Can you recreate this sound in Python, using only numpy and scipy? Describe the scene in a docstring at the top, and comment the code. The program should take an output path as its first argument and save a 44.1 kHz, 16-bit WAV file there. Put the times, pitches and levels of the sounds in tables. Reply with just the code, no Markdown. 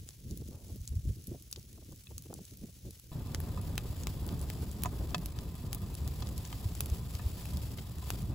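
"""A wood fire outdoors, close up: small flames flutter on charred, smouldering logs; a cut leads to a full blaze.
Flames are filtered noise: a throbbing rumble, a flickering flutter, torn flaps and puffs of one push and pull.
Fibres snap as millisecond noise bursts, with an echo and scatter; pops ring the modes of the hollow between logs.
Behind them sap hisses and fizzes, and the draught keeps the hollow faintly ringing.
Two microphone ports a few centimetres apart pick it up."""
import sys
import numpy as np
from scipy import signal
from scipy.fft import rfft, irfft
from scipy.io import wavfile
from scipy.ndimage import uniform_filter1d

SR = 44100
rng = np.random.default_rng(int(sys.argv[2]) if len(sys.argv) > 2 else 0)


def wav_record(signal):
    """Record a signal, one row per channel, as 16-bit PCM in the file named by sys.argv[1]."""
    frames = np.transpose(np.atleast_2d(signal))
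    bounded = np.clip(frames, -1, 1)
    # unit amplitude maps onto the largest positive 16-bit level
    quanta = np.round(bounded * 32767).astype(np.int16)
    wavfile.write(sys.argv[1], SR, quanta)


N = 368182

CUT_S = 3.117  # smoulder before, blaze after
RECORDER_EDGE_HZ, STEAM_EDGE_HZ = 16700, 15850
FLARE_RISE_S, FLARE_FALL_S = 0.019, 0.023
EMBER_RUMBLE_DB, EMBER_FLUTTER_DB = -56.5, -68.5  # left between flares, before trim
TEARING_DB, TEARING_DRIFT_DB_PER_S = -11.5, -0.68  # blaze flutter re flame size, before trim; eases as it settles
SMOULDER_STEAM_DB = -63.5  # before the hiss and fizz trims
TIME_S, BIN_HZ = np.arange(N) / SR, np.fft.rfftfreq(N, 1 / SR)

# Steam from the blazing wood. Each row: time in seconds, level in dB before the hiss and fizz trims.
BLAZE_STEAM = [(3.13, -61.5), (3.48, -59.5), (4.66, -58.5), (5.5, -60.7), (6.6, -56.5), (7.08, -58.6),
               (7.37, -54.5), (7.93, -60), (8.11, -54.5), (8.35, -64)]
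# Colour of rumble, flutter and hiss. Each row: frequency in Hz, relative level in dB per Hz.
SMOULDER_RUMBLE = [(15, -38), (30, -26), (50, -2.5), (80, -0.5), (125, -5), (180, -14.5), (260, -28),
                   (500, -67)]
BLAZE_RUMBLE = [(15, -50), (28, -27), (45, -4.5), (72, 0.5), (105, -4.5), (150, -8), (220, -17),
                (330, -27.5), (700, -65)]
SMOULDER_FLUTTER = [(100, -6), (190, 1), (300, -4), (420, -10.5), (600, -20), (900, -49), (2000, -55),
                    (4000, -61)]
BLAZE_FLUTTER = [(120, 1), (250, 0), (370, -1.5), (500, -6.5), (650, -10.5), (900, -13.5), (1400, -22),
                 (2500, -33), (5000, -65)]
SMOULDER_HISS = [(400, -4.5), (1000, -12), (2000, -7), (3000, -2.5), (4800, -1), (6200, 1), (7500, -2),
                 (9500, 1), (11500, -2.5), (15700, -1), (16100, -30)]
BLAZE_HISS = [(400, 7), (1400, -4), (2100, -3.5), (3300, 0.5), (4000, -1.5), (4800, 2), (6200, -4.5),
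              (7700, 0.5), (9000, -2), (12000, -0.5), (15600, 0.5), (16100, -21)]
# Loud snaps of splitting fibres. Each row: time in seconds, level in dB before trim, ring in Hz,
# body under 3 kHz in dB, sizzle over 8 kHz in dB, decay in seconds.
LOUD_CRACKS = [(0.089, -41.5, 8100, -7.5, -3.5, 0.0007), (0.3095, -45.5, 6150, -20, 1, .0016),
               (0.3742, -43, 15300, -21, 7, .001), (0.8765, -38.5, 7700, -26, -2, 0.00062),
               (1.270, -41.5, 12600, -21, 8, .004), (1.5128, -42.5, 10200, -6, 9, .002),
               (1.5273, -34, 5240, -11, 2, 0.00071), (1.5603, -43.5, 3960, -6, -9, 0.0015),
               (2.1806, -38, 6740, -7, 5, 0.00054), (2.34, -40.5, 8150, -41, 5, 0.00057),
               (2.452, -47.5, 8400, -26, 0, .0012), (2.9077, -46.5, 12000, -13, 2, 0.0014),
               (3.3472, -31.5, 5640, 8, 2, 0.00048), (3.4025, -38.5, 13600, 10, 12, 0.00089),
               (3.779, -28.5, 2750, 1.5, 1.5, 0.00079), (4.0346, -42, 6900, -3, -1, .0013),
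               (4.0704, -32.5, 15300, 4, -4, 0.00057), (4.2773, -44, 15200, 1, 21, 0.00045),
               (4.4142, -42, 9500, -15, 3, .0008), (4.29, -43, 4300, 5, -3, .0008),
               (4.501, -36.5, 14800, 6.5, .5, 0.00047), (4.8217, -44, 13400, -1, 2, .0006),
               (4.8359, -27.5, 15300, -0.5, 7.5, 0.00054), (4.8568, -40, 7000, 0, -5, 0.0056),
               (5.1451, -31.5, 3800, -1, -16, 0.0026), (5.1469, -33.5, 3100, 3, -1.5, .0021),
               (5.2587, -35.5, 12300, -3, 3.5, .0012), (5.3882, -43, 4700, 2, -2, .0008),
               (5.7301, -32, 13700, -1.5, 2.5, .0004), (5.7477, -35, 15000, -7, 8, .0006),
               (5.9513, -40.5, 9700, -10, 0, .001), (6.0769, -40, 15000, -2, 0.5, 0.0011),
               (6.2226, -41.5, 4100, -2, -10, .0036), (6.2712, -45.5, 4630, -3, -2, .001),
               (6.379, -39, 12200, -14, 1, 0.00085), (6.4516, -43.5, 6830, -2, -7, 0.00091),
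               (6.5273, -40.5, 2580, 4, -5, 0.0017), (6.8062, -27, 13400, 0, 4, 0.00062),
               (6.8593, -39.5, 11600, 0, 5, 0.00062), (7.1517, -41.5, 4970, 1, 2, 0.00097),
               (7.455, -42.5, 2600, 6, 8, 0.00088), (7.7846, -42.5, 3300, 6, -13, 0.0056),
               (8.1038, -29.5, 13000, 5.5, -1, 0.00045)]
# Gas pockets flaring up. Each row: time in seconds, peak in dB before trim, pitch in Hz.
PUFFS = [(0.817, -29.5, 72), (.92, -25, 70), (0.97, -22, 84), (1.082, -26, 78), (1.106, -31, 110),
         (1.319, -31.5, 220), (2.331, -34, 420), (2.868, -35, 148), (3.354, -27, 76), (4.345, -28, 80),
         (6.07, -25.5, 90), (6.66, -22, 83), (6.9263, -20, 74), (7.155, -29, 74), (7.2656, -21, 71.5),
         (8.252, -28.5, 87)]
# Pops deep in the pile. Each row: time in seconds, level in dB before trim, centre in Hz,
# fall away from the centre in dB per octave.
POPS = [(2.07, -53.5, 3100, 20), (3.575, -44, 1170, 13), (3.7787, -57, 1200, 13), (4.8493, -40.5, 1000, 9),
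        (4.858, -31.5, 970, 11), (5.1455, -31, 900, 0), (6.223, -46, 1800, 0), (6.528, -50, 1210, 15),
        (7.195, -49, 1650, 14), (8.104, -51, 887, -1)]
# Modes of the hollow between the logs. Each row: frequency in Hz, level in dB, t60 in seconds.
HOLLOW_MODES = [(622, -8.5, 0.044), (719, -4, 0.057), (1004, -1, 0.042), (1226, -5, 0.043),
                (1744, -14.5, 0.075), (1905, -17, 0.048), (2597, -7.5, 0.046), (3464, -2, 0.019),
                (3950, -0.5, 0.014)]
# The two ports. Each row: frequency in Hz, likeness 0-1, left lead in radians, left over right in dB.
PORTS = [(100, .96, 0, 0), (300, .92, 0, -1.2), (1000, .7, .3, 1.2), (2000, .45, .6, 2.8),
         (3300, .45, .6, 2.8), (5000, .3, .6, 1.6), (6800, .65, .1, .3), (7600, .7, -.8, .8),
         (9000, .95, -3.1, 0), (11000, .95, -6.2, 0), (11700, .7, -6.8, 0), (13300, .95, -9.4, 0),
         (15200, .92, -12.5, 0)]
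# Flaps and short whooshes of the small flames that stand out. Each row: time in seconds, level in dB,
# length in seconds, reach in Hz.
CLEAR_FLAPS = [(.424, -47, 0.011, 563), (.546, -57, 0.042, 1100), (.619, -63, .09, 850),
               (.702, -57, .02, 854), (.935, -53.5, .015, 494), (1.322, -43, .011, 503),
               (1.352, -49.5, 0.018, 700), (1.581, -50.5, 0.012, 560), (1.781, -57, 0.0078, 1100),
               (1.824, -59, .01, 1110), (1.924, -57.5, 0.011, 1250), (2.115, -55.5, 0.013, 1050),
               (2.262, -51, .012, 590), (2.308, -46.5, 0.0088, 800), (2.331, -43.5, .004, 1100),
               (2.639, -52, .009, 527), (2.855, -50.5, 0.01, 720)]
# Small flames catching on the charred log. Each row: start in seconds, length in seconds,
# rumble in dB before trim, flutter in dB before trim.
FLARES = [(0.011, 0.021, -42.5, -49.5), (0.251, .26, -43.5, -51), (0.55, 0.036, -50.5, -55),
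          (0.65, 0.11, -45, -58), (0.796, 0.035, -43, -65), (0.907, 0.1, -38, -69),
          (1.065, 0.034, -31, -48), (1.167, 0.022, -44, -50), (1.294, 0.05, -43.5, -49.5),
          (1.56, 0.032, -44, -58), (1.698, 0.27, -53, -58.5), (2.1, 0.097, -46, -56.5),
          (2.305, 0.1, -49, -49), (2.524, .17, -53, -53.5), (2.842, 0.044, -44.5, -52),
          (3.055, 0.023, -53, -59)]
# Size of the tall flames. Each row: time in seconds, level in dB before trim.
BLAZE_SIZE = [(3.12, -40.5), (3.62, -37.5), (3.95, -40.5), (4.36, -36), (4.53, -39.5), (5.0, -37),
              (5.58, -42.5), (5.74, -39.5), (6.25, -38.5), (6.45, -41.5), (6.85, -39), (7.42, -43.5),
              (7.58, -35.5), (7.9, -44), (8.1, -38.5), (8.35, -38)]


def amp(db):
    """Decibels to gain."""
    return 10 ** (np.asarray(db) / 20)


def unit(x):
    """Scales to rms 1."""
    return x / np.sqrt(np.mean(x ** 2) + 1e-20)


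def read(points, hz, axis=1):
    """Interpolates one table column on a log-frequency axis."""
    table = np.array(points, float)
    return np.interp(np.log(hz + 1), np.log(table[:, 0] + 1), table[:, axis])


def follow(rows):
    """Interpolates a (seconds, dB) table at every sample."""
    return np.interp(TIME_S, *np.transpose(rows))


def colour(x, spectrum):
    """Filters a sound by a (Hz, dB) spectrum."""
    size = x.shape[-1]
    gain = amp(read(spectrum, np.fft.rfftfreq(size, 1 / SR)))
    return irfft(rfft(x) * gain, size)


def noise():
    """Two rows of white noise: the part both ports share, the part that sets them apart."""
    return rng.standard_normal((2, N))


def wander(rate_hz):
    """Smooth random curve of rms 1: noise under a Gaussian low-pass."""
    lowpass = np.exp(-(BIN_HZ / rate_hz) ** 2)
    return unit(irfft(rfft(rng.standard_normal(N)) * lowpass, N))


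def add(mix, start_s, sound):
    """Mixes a sound in at a time, cut at the end of the mix."""
    part = mix[:, max(round(start_s * SR), 0):][:, :sound.shape[-1]]
    part += sound[..., :part.shape[1]]


def surroundings(x, echo_s, echo_db, scatter_db, t60_s):
    """One echo from a surface nearby and a short scatter off logs and ground."""
    t = np.arange(SR // 5) / SR
    decay = np.exp(-np.log(1000) * t / t60_s)
    tail = rng.standard_normal((2, len(t))) * decay * (t > .002)
    tail = amp(scatter_db) * unit(tail) / np.sqrt(len(t))
    tail[:, round(echo_s * SR)] += amp(echo_db)
    return x + signal.oaconvolve(x, tail, axes=1)[:, :N]


def ports(x):
    """Turns the shared and differing parts into left and right; the treble reaches the left port later."""
    shared, apart = rfft(x)
    likeness = np.clip(read(PORTS, BIN_HZ), 0, 1)
    shared = shared * np.sqrt((1 + likeness) / 2)
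    apart = apart * np.sqrt((1 - likeness) / 2)
    lead_rad, left_over_right_db = read(PORTS, BIN_HZ, axis=2), read(PORTS, BIN_HZ, axis=3)
    lean = np.exp(.5j * lead_rad) * amp(left_over_right_db / 2)  # half on each port
    return irfft(np.array([(shared + apart) * lean, (shared - apart) / lean]), N)


def hollow_ring(centre_hz, fall_db):
    """Dying modes of the hollow, strongest near the centre when fall_db is positive, with energy 1."""
    t = np.arange(4096) / SR
    ring = np.zeros((2, len(t)))
    for hz, db, t60_s in HOLLOW_MODES:
        octaves = abs(np.log2(hz / centre_hz))
        decay = amp(db - fall_db * octaves - 60 * t / t60_s)
        ring += decay * np.sin(2 * np.pi * (hz * t + rng.random((2, 1))))
    return unit(ring) / np.sqrt(len(t))


def draught(level_db, swell_db):
    """The roar of the blaze keeps the hollow faintly ringing: swelling noise through its modes."""
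    air = noise() * amp(swell_db * wander(35))
    ringing = signal.oaconvolve(air, hollow_ring(centre_hz=1000, fall_db=1.5), axes=1)[:, :N]
    return amp(level_db) * unit(ringing)


def steam(level_db, spectrum, hiss_trim_db, sputter_db, fizz_trim_db, ticks_per_s, spread_db, tick_s, tick_body_db):
    """Sap boils out in a sputtering hiss, among countless tiny bursts of uneven size."""
    sputter = amp(sputter_db * wander(75) + .5 * wander(7.6))
    hiss = unit(colour(noise() * sputter, spectrum))
    t, fizz = np.arange(256) / SR, np.zeros((2, N))
    shapes = rng.standard_normal(size=(64, 2, len(t))) * np.exp(-t / tick_s)
    for when, chance, shape in rng.random((round(ticks_per_s * N / SR), 3)):
        size_db = spread_db * min(-np.log(chance + 1e-9), 4)  # many small, few large
        add(fizz, when * N / SR, amp(size_db) * shapes[int(shape * len(shapes))])
    fizz = colour(colour(fizz, spectrum), [(2000, tick_body_db), (6000, 0)])  # tiny bursts have little body
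    both = amp(hiss_trim_db) * hiss + amp(fizz_trim_db) * unit(fizz)
    return irfft(rfft(both) * (BIN_HZ < STEAM_EDGE_HZ), N) * amp(level_db)


def small_cracks(start_s, end_s, steam_db, per_s, over_steam_db, spread_db, body_db, sizzle_db, decay_s):
    """Lesser fibres snap at random, louder where the sap boils harder; rows like LOUD_CRACKS."""
    draws = rng.random((round(per_s * (end_s - start_s)), 5))
    rows = []
    for k, (when, size, ring, body, decay) in enumerate(draws):
        s = start_s + (end_s - start_s) * (k + when) / len(draws)  # one per equal slot
        db = np.interp(s, TIME_S, steam_db) + over_steam_db + spread_db * (size - .5)
        ring_hz = 4500 + 11000 * ring
        rows.append((s, db, ring_hz, body_db + 18 * (body - .5), sizzle_db, decay_s * (.5 + decay)))
    return rows


def cracks(rows, trim_db, rise_s, rattle_db, rattle_s, ring_db, ring_width_hz):
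    """A fibre snaps in about a millisecond, coloured by the splinter's broad ring; the char rattles on a little."""
    out, t = np.zeros((2, N)), np.arange(-128, 1920) / SR
    age_s, hz = np.maximum(t, 0), np.fft.rfftfreq(len(t), 1 / SR)
    for s, db, ring_hz, body_db, sizzle_db, decay_s in rows:
        snap_decay = np.exp(-age_s / max(decay_s, 1e-4))
        rattle = amp(rattle_db) * np.exp(-age_s / rattle_s)
        shape = (1 - np.exp(-age_s / rise_s)) * (snap_decay + rattle)
        tone = [(120, body_db + 4.5), (450, body_db), (1400, body_db - 1.5), (2000, body_db - 3.0),
                (2800, body_db / 2), (4000, 0), (7000, 0), (10000, sizzle_db), (16000, sizzle_db - 7.0)]
        splinter = amp(ring_db * np.exp(-((hz - ring_hz) / ring_width_hz) ** 2))
        burst = rfft(shape * rng.standard_normal((2, len(t))))
        # even out the burst's spectrum so that ring and tone set its colour
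        burst /= np.sqrt(uniform_filter1d(abs(burst) ** 2, size=51, axis=1) + 1e-20)
        snap = colour(irfft(burst * splinter), tone)
        snap /= np.sqrt(np.sum(snap ** 2, axis=1, keepdims=True) / (.004 * SR))  # energy of 4 ms at rms 1
        add(out, s + t[0], amp(db + trim_db) * snap)
    return out


def pops(trim_db):
    """A steam pocket bursts inside the pile and knocks on the hollow."""
    out = np.zeros((2, N))
    for s, db, centre_hz, fall_db in POPS:
        ring = np.sqrt(.01 * SR) * hollow_ring(centre_hz, fall_db)  # energy of 10 ms at rms 1
        add(out, s, amp(db + trim_db) * ring)
    return out


def puffs(trim_db, cycles):
    """A pocket of gas swells and collapses: one push and one pull of air, in the shared row only."""
    out, t = np.zeros((2, N)), np.arange(-2048, 2048) / SR
    for s, db, hz in PUFFS:
        window = np.exp(-(hz * t / cycles) ** 2)
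        add(out[:1], s + t[0], -amp(db + trim_db) * np.sin(2 * np.pi * hz * t) * window)
    return out


def small_flaps(flutter_db, per_s, under_db, spread_db, length_s, reach_hz):
    """Lesser tears come at random, their level following the flutter; rows like CLEAR_FLAPS."""
    rows = []
    for when, size, reach in rng.random((round(per_s * CUT_S), 3)):
        s = when * CUT_S
        db = np.interp(s, TIME_S, flutter_db) + under_db - spread_db * size
        rows.append((s, db, length_s, reach_hz * (.5 + reach)))
    return rows


def flaps(rows, droop_db, fall_db, ragged_db):
    """A flame tip tears off with a flap of noise; each tear has its own length and reach."""
    out, t = np.zeros((2, N)), np.arange(-4096, 4096) / SR
    for s, db, length_s, reach_hz in rows:
        swell = np.exp(-2 * (t / length_s) ** 2)
        tone = [(120, -25), (330, 0), (max(reach_hz, 400), droop_db), (4 * reach_hz, droop_db + 2 * fall_db)]
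        air = colour(rng.standard_normal((2, len(t))), tone)
        jerks = unit(uniform_filter1d(rng.standard_normal(len(t)), size=200))  # the tear runs in a few jerks
        flap = swell * air * amp(ragged_db * jerks)
        flap *= np.linalg.norm(swell) / np.linalg.norm(flap, axis=1, keepdims=True)
        add(out, s + t[0], amp(db) * flap)
    return out


def flaring(ember_db, axis):
    """Level in dB of the small flames: each flare rises quickly, holds and dies back to the embers."""
    power = amp(ember_db) ** 2
    for flare in FLARES:
        start_s, length_s = flare[:2]
        before = np.maximum(start_s - TIME_S, 0) / FLARE_RISE_S
        after = np.maximum(TIME_S - start_s - length_s, 0) / FLARE_FALL_S
        power = power + (amp(flare[axis]) * np.exp(-np.minimum(before + after, 20))) ** 2
    return 10 * np.log10(power)


def flames(rumble_level_db, flutter_level_db, rumble_spectrum, flutter_spectrum,
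           rumble_trim_db, throb_db, flutter_trim_db, flicker_db, flicker_hz):
    """Uneven burning rumbles in slow throbs; the flame tips tear in quick bursts that reach higher."""
    throb = throb_db * wander(19.4)
    rumble = colour(noise(), rumble_spectrum)
    # level the noise, so that the flame's size sets its loudness
    rumble /= np.sqrt(uniform_filter1d(rumble ** 2, size=5000, axis=1) + 1e-20)
    rumble *= unit(amp(throb))
    flicker = flicker_db * wander(flicker_hz)
    flutter = unit(colour(noise() * amp(throb + flicker), flutter_spectrum))
    return rumble * amp(rumble_level_db + rumble_trim_db) + flutter * amp(flutter_level_db + flutter_trim_db)


def scene():
    """The smouldering logs, then the blaze, with their snaps, pops and puffs."""
    steam_db = np.where(TIME_S < CUT_S, SMOULDER_STEAM_DB, follow(BLAZE_STEAM))

    rumble_db, flutter_db = flaring(EMBER_RUMBLE_DB, axis=2), flaring(EMBER_FLUTTER_DB, axis=3)
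    smoulder = flames(rumble_db, flutter_db, SMOULDER_RUMBLE, SMOULDER_FLUTTER, rumble_trim_db=-0.5,
                      throb_db=1.9, flutter_trim_db=0.5, flicker_db=5.5, flicker_hz=52.3)
    tears = CLEAR_FLAPS + small_flaps(flutter_db, per_s=14, under_db=-2.5, spread_db=5,
                                      length_s=0.0072, reach_hz=593)
    smoulder += flaps(tears, droop_db=-14.5, fall_db=-24.0, ragged_db=2.5)
    smoulder += steam(steam_db, SMOULDER_HISS, hiss_trim_db=2.5, sputter_db=2.04, fizz_trim_db=-2.5,
                      ticks_per_s=250, spread_db=4.0, tick_s=0.00085, tick_body_db=-10.0)

    size_db = follow(BLAZE_SIZE)
    tearing_db = size_db + TEARING_DB + TEARING_DRIFT_DB_PER_S * (TIME_S - CUT_S)
    blaze = flames(size_db, tearing_db, BLAZE_RUMBLE, BLAZE_FLUTTER, rumble_trim_db=0.85,
                   throb_db=1.47, flutter_trim_db=2.5, flicker_db=2.5, flicker_hz=52.0)
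    blaze += steam(steam_db, BLAZE_HISS, hiss_trim_db=3.5, sputter_db=2.5, fizz_trim_db=-2.6,
                   ticks_per_s=260, spread_db=2.0, tick_s=0.00055, tick_body_db=-1.5)
    blaze += draught(level_db=-63.0, swell_db=3.5)

    fibres = LOUD_CRACKS + small_cracks(0, CUT_S, steam_db, per_s=2.5, over_steam_db=12.5, spread_db=6,
                                        body_db=-11, sizzle_db=5, decay_s=0.00092)
    fibres += small_cracks(CUT_S, N / SR, steam_db, per_s=4, over_steam_db=12.5, spread_db=7.5,
                           body_db=-1, sizzle_db=5.5, decay_s=0.00076)
    snaps = cracks(fibres, trim_db=-1.44, rise_s=0.00029, rattle_db=-36, rattle_s=0.008,
                   ring_db=7.5, ring_width_hz=1850)
    snaps = surroundings(snaps, echo_s=.0092, echo_db=-21, scatter_db=-14, t60_s=.04)

    fire = np.where(TIME_S < CUT_S, smoulder, blaze)
    return ports(fire + snaps + pops(trim_db=-0.8) + puffs(trim_db=-1.5, cycles=0.68))


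def record(dry):
    """Band limit of the recorder: a steep linear-phase low-pass."""
    lowpass = signal.firwin(511, RECORDER_EDGE_HZ, window=("kaiser", 9), fs=SR)
    return signal.oaconvolve(dry, lowpass[None], "same")


dry = scene()
out = record(dry)
wav_record(out)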